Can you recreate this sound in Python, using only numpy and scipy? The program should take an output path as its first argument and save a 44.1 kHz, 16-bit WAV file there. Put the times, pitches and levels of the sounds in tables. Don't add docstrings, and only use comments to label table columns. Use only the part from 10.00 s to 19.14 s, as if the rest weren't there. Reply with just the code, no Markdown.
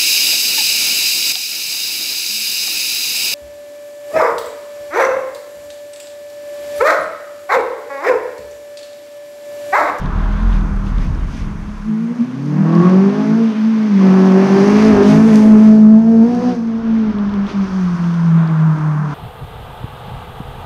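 import sys
import numpy as np
from scipy import signal
from scipy.fft import rfft, irfft
from scipy.io import wavfile
from scipy.ndimage import uniform_filter1d

SR = 44100
rng = np.random.default_rng(int(sys.argv[2]) if len(sys.argv) > 2 else 0)


def master_out(mix):
    frames = np.transpose(np.atleast_2d(mix))
    ceiling = np.clip(frames, -1, 1)
    pcm = np.round(ceiling * 32767).astype(np.int16)
    wavfile.write(sys.argv[1], SR, pcm)


def level_to_linear(level):
    exponent = np.asarray(level, float) / 20
    return 10 ** exponent


N = 403074
t = np.arange(N) / SR

# t/s, firing rate/Hz, firing tone/dB, snarl/dB
CAR = [(2.1, 114.3, -40.5, -9.5), (2.3, 127.2, -31.5, -19), (2.45, 144.1, -20.5, -14.5),
       (2.65, 158.6, -13.5, -6), (2.86, 180.5, -7, -1), (3.06, 195.8, -9, -5.5), (3.14, 205, -20, -7),
       (3.3, 218.4, -12.5, -15), (3.43, 228.4, -9.5, -11), (3.55, 212.5, -7.5, -17.5),
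       (3.68, 223.8, -8.5, -20), (3.86, 213.8, -13, -13), (3.96, 193, -8.5, -11.5), (4.05, 189.2, -7.5, 1),
       (4.3, 190.1, -9.5, 0), (4.55, 192.8, -6.5, 2.5), (4.78, 210.5, -10, -0.5), (4.89, 220.7, -6, 0.5),
       (4.935, 205.2, -9.5, 5), (5.0, 199.1, -11, 6.5), (5.12, 212.3, -8, -2.5), (5.29, 225.3, -6, -2),
       (5.34, 214.9, -5.5, -2.5), (5.55, 215.1, -5.5, -2), (5.85, 215.2, -4, -8.5), (6.08, 227, -8, -9),
       (6.22, 225, -8, -6.5), (6.32, 244.4, -12.5, -6), (6.5, 247, -13, -6.5), (6.6, 228.5, -18, -20),
       (6.95, 224.5, -13, -15.5), (7.16, 204.5, -17, -17.5), (7.58, 197.5, -12.5, -21),
       (8.03, 171.5, -16, -23), (8.3, 165.4, -9.5, -25.5), (8.62, 158, -11, -19), (9.0, 150.5, -16, -18.5),
       (9.14, 145, -24.5, -16)]
PASSING_S = 0.08


def curves(table):
    s, *columns = np.transpose(table)
    inside = np.minimum(t - s[0], s[-1] + 0.02 - t) / 0.02
    starts_at_once = s[0] < 0.01
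    edge = np.clip(inside + starts_at_once, 0, 1)
    return edge, [np.interp(t, s, column) for column in columns]


def unit(x):
    return x / np.sqrt(np.mean(x ** 2))


def walk(rate):
    hold = int(SR / rate)
    stairs = np.repeat(rng.standard_normal(N // hold + 1), hold)
    return 1.3 * uniform_filter1d(uniform_filter1d(stairs, hold), hold)[:N]


def smooth_step(s, length):
    return 0.5 + 0.5 * np.tanh((t - s) / length)


def bumps(events):
    return sum(db * np.exp(-((t - s) / length) ** 2) for s, db, length in events)


def band(lo_hz, hi_hz, order=2):
    sos = signal.butter(order, [lo_hz, hi_hz], "bandpass", fs=SR, output="sos")
    return unit(signal.sosfilt(sos, rng.standard_normal(N)))


def coloured(spectrum, grain_db=0):
    hz, db = np.transpose(spectrum)
    bins = np.arange(1, N // 2 + 2) * SR / N
    noise = rng.standard_normal(N) * level_to_linear(grain_db * rng.exponential(size=N))
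    gain = level_to_linear(np.interp(np.log(bins), np.log(hz), db))
    return unit(irfft(rfft(noise) * gain, N))


def engine(hz, orders, jitter, waver_db, side_waver_db):
    phase = 2 * np.pi * np.cumsum(hz * (1 + jitter * walk(30))) / SR
    tone = 0
    for multiple, db in orders:
        shake_db = (waver_db if multiple == 1 else side_waver_db) * walk(24)
        start = rng.uniform(0, 2 * np.pi)
        tone = tone + np.sqrt(2) * level_to_linear(db + shake_db) * np.cos(multiple * phase + start)
    return tone, phase


def echoes(x, count, first_s, t60_s, level_db):
    where, sign = rng.random((count, 2)).T
    lag = first_s + where * t60_s / 2
    taps = np.zeros(int((first_s + t60_s) * SR))
    taps[(lag * SR).astype(int)] = np.sign(sign - 0.5) * level_to_linear(-60 * lag / t60_s)
    taps = taps / np.sqrt(np.sum(taps ** 2))
    return x + level_to_linear(level_db) * signal.fftconvolve(x, taps)[:N]


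def drone():
    # t/s, firing rate/Hz, level/dB
    drone_course = [(0.0, 35.66, -19), (0.284, 40.45, -14.5), (0.58, 42.05, -14.5), (1.346, 34.2, -22),
                    (1.86, 35.2, -30.5)]
    # multiple of the firing rate, level/dB, share of the course's level
    drone_orders = [(1, -0.5, 1), (2, -16.5, 0.83), (4, -16, 1), (5, -14, .85)]
    edge, (hz, level_db) = curves(drone_course)
    orders = [(multiple, db + share * level_db) for multiple, db, share in drone_orders]
    tone, _ = engine(hz, orders, jitter=0.025, waver_db=2.5, side_waver_db=3)
    return edge * tone


def wind():
    # t/s, level/dB
    wind_courses = [
        [(0.0, -22), (1.238, -24.5), (1.708, -31.5), (1.87, -42)],
        [(1.93, -63), (3.6, -65), (4.0, -53), (4.45, -60), (4.7, -38), (4.96, -28), (5.3, -37.5), (5.94, -45.5),
         (7.45, -35), (8.11, -45), (9.14, -49)],
    ]
    (_, (early_db,)), (_, (late_db,)) = (curves(course) for course in wind_courses)
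    early = t < 1.885
    gusts = level_to_linear(np.where(early, early_db, late_db) + 2 * walk(10))
    early_rumble = band(18.5, 104) + level_to_linear(-10.5) * band(125, 290, order=3)
    late_rumble = band(14, 125)
    return gusts * np.where(early, early_rumble, late_rumble)


def rain():
    # t/s, level before decay/dB, pitch/Hz
    drops = [(0.0596, -25.5, 3660), (0.507, -34.5, 2954), (0.53, -24.5, 3242), (0.6105, -30, 3570),
             (0.8684, -27.5, 2840), (0.9837, -28, 3595), (1.1492, -35, 5190), (1.4403, -47, 3300),
             (1.7803, -57, 3094), (2.7288, -37, 3300), (2.7527, -23.5, 4753), (7.186, -27, 3390),
             (7.2946, -30, 3316), (7.3394, -27, 3400), (7.4683, -24.5, 3390), (8.041, -25.5, 3048),
             (8.1424, -27.5, 3110), (8.3106, -35.5, 3080), (8.4761, -29.5, 4610), (8.8508, -45, 2946)]
    out, age = np.zeros(N + 400), np.arange(400) / SR
    for s, db, hz in drops:
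        first = int(s * SR)
        out[first:first + 400] += level_to_linear(db) * np.exp(-age / 0.00065) * np.sin(2 * np.pi * hz * age)
    drizzle = (rng.random(N) < 18 / SR) * level_to_linear(-55 + 4 * rng.exponential(size=N))
    thin = signal.butter(2, [6000, 14000], "bandpass", fs=SR, output="sos")
    return out[:N] + signal.sosfilt(thin, drizzle)


def road(phase, snarl_db):
    # t/s, wetness/dB
    tyres = [(0.0, -12.5), (1.9, -14), (2.44, -11.5), (2.65, -7.5), (2.85, 1), (2.98, -4), (3.21, -1.5),
             (3.61, -3.5), (3.97, -1), (4.1, 2), (4.43, 5), (4.7, 10), (4.86, 11), (5.01, 2), (5.11, 10.5),
             (5.22, 3.5), (5.37, 4), (5.55, -2), (5.67, 2), (5.85, -11), (6.06, -11.5), (6.49, 0),
             (6.62, -10), (7.41, -10), (7.64, -0.5), (8.28, -7), (8.36, -21), (9.14, -16.5)]
    # t/s, tread roar/dB, brightness/dB
    traffic = [(0.0, -31.5, 2), (0.3, -31.5, 1), (1.25, -40, 2), (1.9, -47, 2.5), (5.5, -45.5, 3.5),
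               (6.2, -55, 0.5), (6.9, -37, 6.5), (7.41, -34, 4), (7.52, -36.5, 10), (7.7, -35, -0.5),
               (8.25, -33, 1.5), (8.4, -29.5, 2), (8.7, -28, -4.5), (9.14, -29, -4)]
    # level/dB, share of wetness, share of snarl,
    # gain once past/dB, level against the traffic roar/dB, share of traffic brightness
    road_mix = [(-23.5, 0.11, 0.69, -2.5, -7.5, 1), (-34.5, .6, 0, -3.5, -0.5, 0.097),
                (-39, .8, 0, -6, -17, 0.94), (-44.5, 0.76, 0, -2.5, -20, 1),
                (-45, 0.79, 0.076, 0, -32, 0.16), (-61, 1.1, 0.19, -1, -40, .1)]
    # t/s, rise/dB, length/s
    puddles = [(0.546, 4, 0.042), (.88, 6, 0.034), (1.03, 5, 0.055), (1.372, 8, 0.087), (7.5, 7, 0.026)]
    # f/Hz, relative level per Hz/dB
    hiss_colour = [(2470, -28), (4200, 8), (4670, 10), (6230, 7.5), (6970, -4.5), (7790, -10.5),
                   (10600, -15), (11900, -22), (13700, -21.5), (15000, -32.5)]
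    # f/Hz, relative level per Hz/dB
    tread_colour = [(320, -47.5), (550, -22), (618, 1.5), (695, -3.5), (901, 1), (1030, 5.5), (1170, 2.5),
                    (1550, -0.5), (2400, -23), (3120, -48), (5280, -120)]
    # t/s, change/dB, length/s
    mist_swells = [(5.401, 11, 0.34), (7.1, -11.5, 0.45)]

    _, (wet_db,) = curves(tyres)
    _, (traffic_db, bright_db) = curves(traffic)
    snarl_db = snarl_db - 20 * (1 - smooth_step(CAR[0][0], PASSING_S))
    faded = smooth_step(5.72, 0.11)
    gains = []
    for db, wet, hard, past_db, other_db, bright in road_mix:
        own = level_to_linear(db + wet * wet_db + hard * snarl_db + past_db * faded)
        others = level_to_linear(traffic_db + other_db + bright * bright_db)
        gains.append(np.hypot(own, others))
    boom, roar, rasp, splash, spray, mist = gains
    mist = np.hypot(mist, level_to_linear(-62)) * level_to_linear(bumps(mist_swells))

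    puff = 1 + 0.31 * np.cos(phase) * (t > CAR[0][0])
    swish_db = 0.86 * walk(12) + bumps(puddles)
    hiss = coloured(hiss_colour, grain_db=2.5)
    low_hiss = signal.sosfiltfilt(signal.butter(6, 6900, fs=SR, output="sos"), hiss)
    return (boom * band(130, 489)
            + roar * level_to_linear(0.55 * walk(2.8)) * coloured(tread_colour)
            + rasp * level_to_linear(swish_db / 2 + 1.4 * walk(25)) * unit(puff * band(1576, 2460))
            + splash * level_to_linear(swish_db + 1.4 * walk(13)) * band(2300, 3770)
            + spray * level_to_linear(swish_db + 0.28 * walk(5.8)) * unit(low_hiss)
            + mist * level_to_linear(swish_db / 2 + 0.54 * walk(3.5)) * unit(hiss - low_hiss))


def car():
    # t/s, firing rate/Hz, level/dB
    low_gear = [(1.3, 225, -37), (1.494, 207.2, -27.5), (1.83, 207.8, -31.5), (1.89, 216.6, -11.5),
                (2.07, 232, -16.5), (2.115, 236.6, -10.5), (2.158, 245.6, -26.5), (2.212, 233.6, -16.5),
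                (2.25, 230.6, -32), (2.6, 247, -22.5)]
    # multiple of the firing rate, level/dB
    low_gear_orders = [(1, -1.5), (.75, -13.5), (1.5, -24), (2, -29.5)]
    # from/s, to/s
    throttle_spans = [(2.52, 3.42), (4.0, 6.55)]
    # t/s, depth/dB, length/s
    dips = [(2.83, 12, 0.015), (3.56, 11.5, 0.079), (4.48, 9, .02), (4.57, 7, 0.017), (4.65, 4.5, 0.021),
            (5.01, 12, .03), (6.32, 15.5, 0.0075), (6.4, 13, 0.026), (6.55, 12, 0.024), (6.81, 8.5, 0.038),
            (7.125, 14, 0.011), (7.33, 7, 0.037), (7.5, 22, .03), (7.68, 12.5, 0.033), (7.97, 31, 0.013),
            (8.77, 6, 0.024)]
    # multiple of the firing rate, level/dB, share of snarl,
    # gain on throttle/dB, further gain on throttle once past/dB
    side_orders = [(.75, -41, 0.27, 9, -0.5), (1.25, -34, 0.42, 9.5, -9.5), (1.5, -43.5, .3, 10.5, -4),
                   (1.75, -40, .7, 10.5, -13.5), (2, -21, 0.78, 5, -2.7), (3, -39, 0.45, 6, 5),
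                   (4, -42, .6, 3.5, 2.5)]
    # f/Hz, gain/dB
    silencer = [(130, -6), (165, 7), (200, 9.5), (235, 1), (265, 7), (300, -0.5), (340, -2.5), (400, -1),
                (500, -3), (580, -1), (640, 1), (720, 0.5), (850, 2.5), (980, 1)]
    # t/s, rise/dB, length/s
    flares = [(2.7, 5.5, .1), (3.3, 7, .1), (4.88, 2, 0.053), (5.13, 9.5, .07)]
    # level/dB, share of snarl, gain on throttle/dB,
    # further gain on throttle once past/dB
    bark_mix = (-44, .8, 17, -6)
    hollow_mix = (-50, .4, 9, -12)
    # t/s, rise/dB, length/s
    surges = [(2.82, 19.5, 0.11), (4.02, 15.5, 0.036)]
    # level/dB, share of snarl, amount missing before the bass comes back/dB
    half_mix = (-35, 0.7, 26)

    edge, (hz, firing_db, snarl_db) = curves(CAR)
    pedal_s = 0.03
    throttle = sum(smooth_step(a, pedal_s) - smooth_step(b, pedal_s) for a, b in throttle_spans)
    past = throttle * smooth_step(5.32, PASSING_S)
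    flare_db = bumps(flares)
    silencer_hz, silencer_db = np.transpose(silencer)

    def mix_db(db, share, open_db, past_db):
        return db + share * snarl_db + open_db * throttle + past_db * past

    orders = [(1, firing_db - bumps(dips))]
    for multiple, *row in side_orders:
        colour_db = np.interp(np.log(multiple * hz), np.log(silencer_hz), silencer_db)
        orders.append((multiple, mix_db(*row) + colour_db + (multiple != 2) * flare_db))
    note, phase = engine(hz, orders, jitter=0.006, waver_db=0.9, side_waver_db=3.5)
    note = note + level_to_linear(mix_db(*bark_mix)) * bark(phase, scatter_db=1.5, late_ms=0.05)
    note = note + level_to_linear(mix_db(*hollow_mix) + bumps(surges)) * band(1085, 1150)

    low_edge, (low_hz, low_db) = curves(low_gear)
    low_orders = [(multiple, low_db + db) for multiple, db in low_gear_orders]
    low_note, _ = engine(low_hz, low_orders, jitter=0.012, waver_db=3.5, side_waver_db=3.5)

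    db, share, missing_db = half_mix
    half_db = db + share * snarl_db - missing_db * (1 - smooth_step(4.6, 0.15))
    half = edge * level_to_linear(half_db + 2.2 * walk(15)) * np.sqrt(2) * np.cos(phase / 2)
    both_gears = edge * note + low_edge * low_note
    heard = echoes(both_gears, count=120, first_s=0.03, t60_s=1.2, level_db=-14)
    return heard, half, phase, snarl_db


def bark(phase, scatter_db, late_ms):
    # strength/dB, delay/ms
    cylinders = [(0, 0), (-3, .62), (-1, .62), (-5, 0)]
    # f/Hz, width/Hz, level/dB
    pipe = [(480, 29, 0.5), (666, 270, 5), (980, 450, 2.5), (1184, 89, 7), (1220, 180, 2.5),
            (1640, 120, -0.5), (1777, 110, -3), (2740, 650, -18.5)]
    turn = np.arange(1, int(phase[-1] / (2 * np.pi)))
    late, strong = rng.standard_normal((2, len(turn)))
    strength_db, delay_ms = np.array(cylinders)[turn % 4].T
    at = np.interp(2 * np.pi * turn, phase, np.arange(N)) + (delay_ms + late_ms * late) * SR / 1000
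    at = np.clip(at, 0, N - 2)
    size = level_to_linear(strength_db + scatter_db * strong)
    whole, part = at.astype(int), at % 1
    blows = np.bincount(whole, size * (1 - part), N) + np.bincount(whole + 1, size * part, N)
    age = np.arange(3000) / SR
    ring = 0
    for k, (hz, width, db) in enumerate(pipe):
        decay = np.exp(-np.pi * width * age)
        ring = ring + (-1) ** k * level_to_linear(db) * width * decay * np.sin(2 * np.pi * hz * age)
    steep = signal.butter(3, 480, "highpass", fs=SR, output="sos")
    return unit(signal.sosfilt(steep, signal.fftconvolve(blows, ring)[:N]))


def scene():
    note, half, phase, snarl_db = car()
    low_cut = signal.ellip(6, 0.5, 55, 129.2, "highpass", fs=SR, output="sos")
    car_and_road = signal.sosfilt(low_cut, note + road(phase, snarl_db))
    return (car_and_road + half + drone() + wind() + rain())[None]


def top_cut(x):
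    return signal.sosfilt(signal.butter(12, 15150, fs=SR, output="sos"), x)


def record(dry):
    knee, room = 0.86, 0.09
    over = np.maximum(np.abs(dry) - knee, 0)
    soft = np.sign(dry) * (np.minimum(np.abs(dry), knee) + room * np.tanh(over / room))
    return top_cut(soft)


dry = scene()
out = record(dry)
master_out(out)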